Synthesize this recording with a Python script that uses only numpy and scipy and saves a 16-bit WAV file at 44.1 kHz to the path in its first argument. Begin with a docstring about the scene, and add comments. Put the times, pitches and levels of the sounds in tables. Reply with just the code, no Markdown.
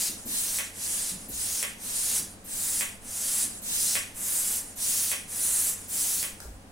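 """First comes a low, wavering room hum under the dying hiss of a pull on a double-acting plastic hand pump.
The pump goes on filling a balloon over a table in a small, bare room. The hiss is noise shaped by two valves.
A bright puff opens each push, and a knock of ringing barrel tones, a snap and a hollow tone end it.
Soft bumps of pump and balloon are low rings with a dull push; small plastic ticks are short bursts of noise."""
import sys
import numpy as np
from scipy import signal
from scipy.fft import rfft, irfft, next_fast_len
from scipy.io import wavfile
from scipy.ndimage import uniform_filter1d, map_coordinates

SR = 44100
rng = np.random.default_rng(int(sys.argv[2]) if len(sys.argv) > 2 else 0)


def master_out(mix):
    """Clip the mix to full scale and print it as 16-bit PCM to the path in sys.argv[1]."""
    frames = np.transpose(np.atleast_2d(mix))
    ceiling = np.clip(frames, -1, 1)
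    pcm = np.round(ceiling * 32767).astype(np.int16)
    wavfile.write(sys.argv[1], SR, pcm)


N = 296114
TIME = np.arange(N) / SR  # s


def from_db(db):
    """Turn decibels into a gain."""
    return 10 ** (np.asarray(db) / 20)


def rms_one(x):
    """Scale a sound to rms 1."""
    return x / np.sqrt(np.mean(x ** 2) + 1e-20)


def at_hz(points, hz):
    """Read a table between its points, on a log-frequency axis."""
    points = np.array(points)
    return np.interp(np.log(np.maximum(hz, 1)), np.log(points[:, 0]), points[:, 1])


def colour(x, gain_at):
    """Filter by a gain that depends on frequency."""
    size = next_fast_len(x.shape[-1])
    hz = np.fft.rfftfreq(size, 1 / SR)
    return irfft(rfft(x, size) * gain_at(hz), size)[..., :x.shape[-1]]


def band(x, edges_hz, kind="band", order=2):
    """Keep one range of frequencies with a Butterworth filter."""
    edges_hz = np.clip(edges_hz, 10, .45 * SR)
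    return signal.sosfilt(signal.butter(order, edges_hz, kind, fs=SR, output="sos"), x)


def drift(rate_hz):
    """Smooth random wandering with rms 1; a higher rate wanders faster."""
    return rms_one(colour(rng.standard_normal(N), lambda hz: 1 / (1 + (hz / rate_hz) ** 2)))


def noise(spectrum, width):
    """Stereo noise with a given spectrum and width, rms 1 in the middle."""
    mid, side = colour(rng.standard_normal((2, N)), lambda hz: from_db(at_hz(spectrum, hz)))
    side = colour(side, lambda hz: from_db(at_hz(width, hz)))
    return np.array([mid + side, mid - side]) / np.std(mid)


def burst(start, rise_s, t60):
    """An envelope that rises quickly and dies away; t60 is the time to fall by 60 dB, in s."""
    age = np.maximum(TIME - start, 0)
    return (1 - np.exp(-age / rise_s)) * from_db(-60 * np.minimum(age / t60, 4))


def hump(centre_s, half_s):
    """An envelope shaped like a rounded plateau of height 1."""
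    return np.exp(-((TIME - centre_s) / half_s) ** 4)


# colour of the low room noise: (f/Hz, level/dB per Hz, relative)
FLOOR_SPECTRUM = [(20, 3.5), (35, 0), (55, -4), (95, -1.5), (135, -9), (200, 0), (270, -2.5), (400, -10.5),
                  (700, -10.5), (1200, -17.5), (2500, -25), (6000, -29), (16000, -38)]
# how wide the room noise sounds: (f/Hz, side level/dB relative to the middle)
FLOOR_WIDTH = [(30, -9), (120, -17), (300, -12.5), (700, -2.5), (2000, 1.5), (16000, 1)]
# steady hum tones: (f/Hz, rms level/dB)
HUM_TONES = [(92, -60), (178, -70.5), (201, -62.5), (445, -67.5), (534, -67)]


def background(floor_db=-50.5, waver_rad=0.58):
    """Low room noise plus steady tones whose phase wanders slowly, so the hum wavers."""
    hum = 0
    for hz, db in HUM_TONES:
        phase = 2 * np.pi * hz * TIME + waver_rad * drift(1.2)
        hum = hum + from_db(db) * np.sqrt(2) * np.sin(phase)  # sqrt(2) turns rms into peak
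    return from_db(floor_db) * noise(FLOOR_SPECTRUM, FLOOR_WIDTH) + hum


# once the piston stops the hiss dies away, and a faint tail lingers
PUSH_RELEASE_S, PULL_RELEASE_S = 0.4, 0.32  # t60
LINGER_DB, LINGER_T60_S = -16.5, 0.81
# the hiss starts with slightly less edge, and dulls as it dies
OPENING_S, OPENING_EDGE_DB, OPENING_BODY_DB = 0.062, -1, 0
DULLING_S, DULLING_EDGE_DB, DULLING_BODY_DB = 0.15, -11.5, 2.5
ARCH_DB = 0.36  # the arm is fastest in the middle of a stroke


def stroke(row, release_s):
    """Power of hiss, edge and body: the flow rises, changes as the arm presses on, and dies after the stop."""
    start, stop, level_db, rise_s, swell_db, edge_db, body_db = row[:7]
    age = np.maximum(TIME - start, 0)
    since_stop = np.maximum(TIME - stop, 0)
    attack = np.sin(np.pi / 2 * np.minimum(age / rise_s, 1))
    travel = np.minimum(age / (stop - start), 1)  # 0 at the start, 1 at the stop
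    hold = from_db(level_db + swell_db * (travel - 1) + ARCH_DB * np.sin(np.pi * travel))
    main_release = from_db(-60 * since_stop / release_s)
    lingering = from_db(LINGER_DB - 60 * since_stop / LINGER_T60_S)
    release = np.maximum(main_release, lingering)
    opening = np.exp(-age / OPENING_S)
    dulling = 1 - np.exp(-since_stop / DULLING_S)
    edge = from_db(edge_db + OPENING_EDGE_DB * opening + DULLING_EDGE_DB * dulling)
    body = from_db(body_db + OPENING_BODY_DB * opening + DULLING_BODY_DB * dulling)
    return (attack * hold * release * np.array([np.ones(N), edge, body])) ** 2


# Hiss means its middle part, about 6.5-11.8 kHz; body lies below that and edge above.
# Levels here are starting points for the shaping further on.
# the piston comes out: (start t/s, stop t/s, hiss level at the stop/dB, rise t/s, swell over the stroke/dB,
#   edge level/dB re hiss, body level/dB re hiss, widening/dB, leak level/dB)
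PULLS = [(-0.299, 0.078, -31, 0.2, -8, -6, -4.5, 0.0, -48.0),
         (0.726, 1.11, -33, 0.25, -1.5, -10, -6.5, 8, -47),
         (1.769, 2.178, -27.5, 0.13, 12.5, -8, -6.5, 9.5, -54),
         (3.002, 3.431, -27.0, 0.36, 6.5, -9.5, -9.5, -1, -46.5),
         (4.133, 4.572, -29, 0.25, -0.5, -7, -12, 5, -47.5),
         (5.267, 5.703, -27.5, 0.37, -3.5, -8, -12.5, 3, -45.5)]
# the piston goes in: (start t/s, stop t/s, hiss level at the stop/dB, rise t/s, swell over the stroke/dB,
#   edge level/dB re hiss, body level/dB re hiss, widening/dB, spit level/dB, knock level/dB, clack f/Hz)
PUSHES = [(0.251, 0.5865, -30.0, 0.14, 2.5, -6, -8, 12.0, -36.5, -29.5, 2150.0),
          (1.281, 1.628, -32.5, 0.3, -3, -6, -6.5, 10, -37, -29.5, 2200.0),
          (2.439, 2.809, -29, 0.23, 5, -6, -10, 9, -43, -28.5, 2300.0),
          (3.612, 3.9542, -28, 0.31, 0.5, -5.5, -7, 13.5, -41, -26.5, 2300),
          (4.754, 5.1163, -29.5, 0.22, -3, -5, -7.5, 7.5, -40, -28.5, 2330),
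          (5.875, 6.2288, -32, 0.28, -8.5, -2.5, -8, 6, -39, -32, 2570)]


def airflow(leak_edge_db=-14, leak_body_db=-11, rest_db=-68, leak_delay_s=0.12, leak_half_s=0.059):
    """Add the power of strokes and leaks: hiss in dB, and its edge and body in dB relative to it."""
    pushes = sum(stroke(row, PUSH_RELEASE_S) for row in PUSHES)
    pulls = sum(stroke(row, PULL_RELEASE_S) for row in PULLS)
    leak = from_db(rest_db)
    for _, stop, *_, db in PULLS:  # after a pull a little air leaks back
        leak = leak + from_db(db) * hump(stop + leak_delay_s, leak_half_s)
    # air seeps out once the pumping ends
    leak = leak + from_db(-52) * burst(6.39, rise_s=.015, t60=0.64)
    leak_power = np.outer(from_db([0, leak_edge_db, leak_body_db]), leak) ** 2
    air_db, edge_db, body_db = 10 * np.log10(pushes + pulls + leak_power)
    return air_db, edge_db - air_db, body_db - air_db


# faint whistles of the valve slots: (f/Hz, width f/Hz, lift level/dB)
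WHISTLES = [(4140, 39, 7), (4570, 40, 4), (7660, 330, 1), (8400, 220, 1.5), (10040, 210, 2.5)]
# how wide the pump's noises start out: (f/Hz, side level/dB relative to the middle)
PUMP_WIDTH = [(200, -12), (600, -7), (1300, -1), (2500, -1.5), (4000, 3.5), (5000, -8.5), (7000, -2),
              (10000, -2), (12500, -3), (15000, 1)]


def valve(spectrum, edge_db, body_db, trim_db=-.1):
    """Jet noise with faint whistles; its edge and body follow the airflow separately."""
    def whistle_gain(hz):
        return from_db(sum(db / (1 + (2 * (hz - f) / w) ** 2) for f, w, db in WHISTLES))

    jet = colour(noise(spectrum, PUMP_WIDTH), whistle_gain)
    body = colour(jet, lambda hz: 1 / (1 + (hz / 6500) ** 14))
    edge = colour(jet, lambda hz: 1 - 1 / (1 + (hz / 11800) ** 30))
    middle = jet - body - edge
    out = 0
    for part, db in ((body, body_db), (middle, 0), (edge, edge_db)):
        out = out + part / np.std(part.mean(0)) * from_db(db + trim_db)
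    return out


# hard surfaces near the pump: (echo delay t/ms, level/dB)
SURFACES = [(1.3, -24), (2.9, -7.5), (4.7, -6), (8.3, -6.5)]


def reflections(x, sway_ms):
    """Table and walls return the hiss a moment later; the ripples in its spectrum shift as the hands sway."""
    out, power = x, 1
    for delay_ms, db in SURFACES:
        source_at = np.arange(N) - (delay_ms + sway_ms * drift(.7)) * SR / 1000
        echo = np.array([map_coordinates(ear, [source_at], order=3) for ear in x])
        out = out + from_db(db) * echo
        power = power + from_db(db) ** 2
    return out / np.sqrt(power)


def flicker(x, depth_db=1.29, rate_hz=9):
    """Turbulence lets each narrow band of the jet swell and sink on its own."""
    edges = np.linspace(3500, 16000, 14)  # Hz
    out = x
    for low, high in zip(edges, edges[1:]):
        part = colour(x, lambda hz: (hz >= low) & (hz < high))
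        out = out + part * (from_db(depth_db * drift(rate_hz)) - 1)
    return out * np.std(x) / np.std(out)


# each direction has its own valve: (f/Hz, level/dB per Hz, relative)
PULL_VALVE = [(1470, -23), (2500, -13.5), (3150, -11), (4000, -8), (4320, -9.5), (4670, -5.5), (5320, -5.5),
              (5660, -3), (8080, 2.5), (9790, 4.5), (12700, -4), (15100, -5), (15800, -12)]
PUSH_VALVE = [(1470, -32), (2500, -14), (3760, -8), (3910, -9), (5490, -2), (6610, 0.5), (9790, 3.5),
              (10400, 3), (13000, -11.5), (15100, -7.5), (15800, -12)]


def hiss(air_db, edge_db, body_db, flutter_db=0.15, grain_db=0.34, grain_hz=900, turn_s=0.048):
    """The two valves take turns; turbulence makes the jet flutter and sputter."""
    pull_starts = [row[0] for row in PULLS[1:]] + [np.inf]
    pushing = 0
    for row, pull_start in zip(PUSHES, pull_starts):  # each valve takes over turn_s before its stroke
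        pushing = pushing + ((TIME > row[0] - turn_s) & (TIME < pull_start - turn_s))
    pushing = uniform_filter1d(pushing * 1., size=1300).clip(0, 1)  # crossfade, size in samples
    push = valve(PUSH_VALVE, edge_db, body_db)
    pull = valve(PULL_VALVE, edge_db, body_db)
    jet = np.sqrt(pushing) * push + np.sqrt(1 - pushing) * pull
    jet = flicker(reflections(jet, sway_ms=0.053))
    return jet * from_db(air_db + flutter_db * drift(21) + grain_db * drift(grain_hz))


# when the widening of a stroke applies: (centre s after the start, half length s)
PUSH_WIDE, PULL_WIDE = (0.038, 0.18), (.16, 0.15)


def widen(x, narrow_db=-10.5):
    """The sides change by each stroke's widening early on, then return to narrow_db."""
    side_db = narrow_db
    for rows, (centre_s, half_s) in ((PUSHES, PUSH_WIDE), (PULLS, PULL_WIDE)):
        side_db = side_db + sum(row[7] * hump(row[0] + centre_s, half_s) for row in rows)
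    mid = x.mean(0)
    return mid + (x - mid) * from_db(side_db)


# the piston seal rubbing along the barrel: (f/Hz, level/dB per Hz, relative)
RUB_SPECTRUM = [(250, -4.5), (500, -4), (800, -1.5), (1150, -2.5), (1500, 0), (1820, 2), (2200, -0.5),
                (2800, -1.5), (4000, -13.5)]


def rub(air_db, level_db=-46, full_air_db=-27, growth=0.61, judder_db=0.5):
    """The seal's rubbing noise grows by 0.61 dB for each dB of airflow, and judders a little."""
    rub_db = level_db + growth * (air_db - full_air_db)
    return noise(RUB_SPECTRUM, PUMP_WIDTH) * from_db(rub_db + judder_db * drift(65))


# soft bumps of pump and balloon: (t/s, level/dB before its parts are weighted, pitch f/Hz, t60 t/s)
BUMPS = [(.09, -42.5, 219, .45), (.255, -40.5, 254, .33), (1.115, -42, 191, .35), (1.283, -43, 281, .3),
         (1.3, -45, 77, .9), (2.192, -43, 215, .42), (3.438, -47, 216, .5), (6.44, -48.5, 422, .34),
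         (6.455, -37.5, 50, .5)]


def bumps(spread=1.5, thud_db=5, thud_hz=450, mode_db=-2, boom_db=-1.5):
    """A short dull push together with a low ring and a boom of noise around the same pitch."""
    out = 0
    for s, db, hz, t60 in BUMPS:
        boom = rms_one(band(rng.standard_normal(N), [hz / spread, hz * spread]))
        mode = np.sin(2 * np.pi * hz * (TIME - s))
        thud = band(burst(s, rise_s=0.064 / hz, t60=2 / hz), thud_hz, "low")
        tail = from_db(boom_db) * boom + from_db(mode_db) * mode
        tail = tail * burst(s, rise_s=0.0043, t60=t60)
        out = out + from_db(db) * (tail - from_db(thud_db) * thud)
    return out


# how long the room rings: (f/Hz, t60 t/s)
ROOM_DECAY = [(200, 0.16), (1000, 0.35), (2500, 0.46), (8000, 0.35), (16000, 0.5)]


def room(x, build_s):
    """Dense reflections, different at each ear, with a decay time set by frequency; unit power gain."""
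    age = TIME[:SR * 3 // 4]
    edges = np.geomspace(100, 17000, 9)  # Hz
    tail = 0
    for low, high in zip(edges, edges[1:]):
        t60 = at_hz(ROOM_DECAY, np.sqrt(low * high))
        decay = np.exp(-np.log(1000) * age / t60)
        tail = tail + band(rng.standard_normal((2, len(age))), [low, high]) * decay
    tail = tail * (1 - np.exp(-age / build_s))
    tail = tail / np.sqrt(np.sum(tail ** 2) / 2)
    return signal.fftconvolve(np.atleast_2d(x), tail, axes=1)[:, :N]


# light plastic ticks as the grip changes: (t/s, level/dB before the burst shape)
TICKS = [(.197, -46), (3.541, -49), (6.402, -35)]
# colour of a tick: (f/Hz, level/dB per Hz, relative)
TICK_SPECTRUM = [(700, -10), (1400, 3), (3000, -24), (5000, 0), (10000, -2), (15000, -9)]


def ticks(t60=0.026, room_db=2):
    """Tiny dry clicks of noise with a short room tail."""
    envelope = sum(from_db(db) * burst(s, rise_s=.0005, t60=t60) for s, db in TICKS)
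    clicks = noise(TICK_SPECTRUM, PUMP_WIDTH) * envelope
    return clicks + from_db(room_db) * room(clicks, build_s=0.0091)


# colour of the spit: (f/Hz, level/dB per Hz, relative)
SPIT_SPECTRUM = [(3000, -22), (6000, -18), (10000, -2), (12500, 3), (14500, 1), (16000, -15)]


def spits(rise_s=.011, t60=.35):
    """A short bright puff as the flap lifts at the start of each push."""
    envelope = sum(from_db(db) * burst(start, rise_s, t60) for start, *_, db, _, _ in PUSHES)
    return noise(SPIT_SPECTRUM, PUMP_WIDTH) * envelope


def stops():
    """Each push ends as the piston meets its stop: (t/s, knock level/dB, clack f/Hz)."""
    return [(stop, db, hz) for _, stop, *_, db, hz in PUSHES]


# ringing tones of the pump barrel: (f/Hz, level/dB re knock, t60 t/s)
BARREL = [(543, -11, 0.0098), (1060, -21, 0.0098), (1630, -22, 0.0036), (2120, -1.5, 0.0038),
          (2487, -4.5, 0.0067), (2920, -7.5, 0.0087), (3246, -4.5, 0.013)]


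def knocks(direct_db=2.5, room_db=11, favour_db=7, favour_hz=300):
    """Each stop favours the barrel's ringing tones near its own pitch, and the room answers."""
    at, knock_db, pitch_hz = np.transpose(stops())
    out = 0
    for hz, db, t60 in BARREL:
        lift_db = favour_db / (1 + ((hz - pitch_hz) / favour_hz) ** 2)
        chance_db = rng.normal(0, 1, len(at))
        clicks = np.full(N, 1e-18)
        clicks[(at * SR).astype(int)] = from_db(knock_db + db + lift_db + chance_db)
        # a resonator rings as a decaying cosine after each click
        r = np.exp(-np.log(1000) / (t60 * SR))
        w = 2 * np.pi * hz / SR
        out = out + signal.lfilter([1, -r * np.cos(w)], [1, -2 * r * np.cos(w), r * r], clicks)
    out = band(out, 2830, "low", order=3)
    out = band(out, 350, "high")
    return from_db(direct_db) * out + from_db(room_db) * room(out, build_s=0.0037)


def hollow(hz=1125, level_db=-9.0, rise_s=0.02, t60=0.18):
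    """The air in the barrel rings on for a moment after each knock."""
    out = 0
    for s, db, _ in stops():
        tone = np.sin(2 * np.pi * hz * (TIME - s))
        out = out + from_db(db + level_db) * burst(s, rise_s, t60) * tone
    return out


def cracks(level_db=18, rise_s=.0005, t60=.005):
    """Hard plastic on plastic: a bright snap of noise on top of each knock."""
    snap = rms_one(band(rng.standard_normal(N), [7000, 12000]))
    return snap * sum(from_db(db + level_db) * burst(s, rise_s, t60) for s, db, _ in stops())


# how the pump leans to one ear: (f/Hz, left minus right level/dB)
PUMP_BALANCE = [(1000, -0.5), (8000, -0.4), (10500, -0.7), (13000, 1.5), (16000, 0)]


def scene():
    """The pump near the middle, the room around it."""
    air_db, edge_db, body_db = airflow()
    air = widen(hiss(air_db, edge_db, body_db) + spits())
    pump = air + rub(air_db) + ticks() + knocks() + hollow() + cracks()
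    half_each = np.array([[.5], [-.5]])  # left up, right down
    pump = colour(pump, lambda hz: from_db(at_hz(PUMP_BALANCE, hz) * half_each))
    return background() + pump + bumps()


def record(dry, cutoff_hz=15850):
    """A steep low-pass filter cuts off the very top."""
    return signal.sosfilt(signal.ellip(12, .1, 80, cutoff_hz, fs=SR, output="sos"), dry)


dry = scene()
out = record(dry)
master_out(out)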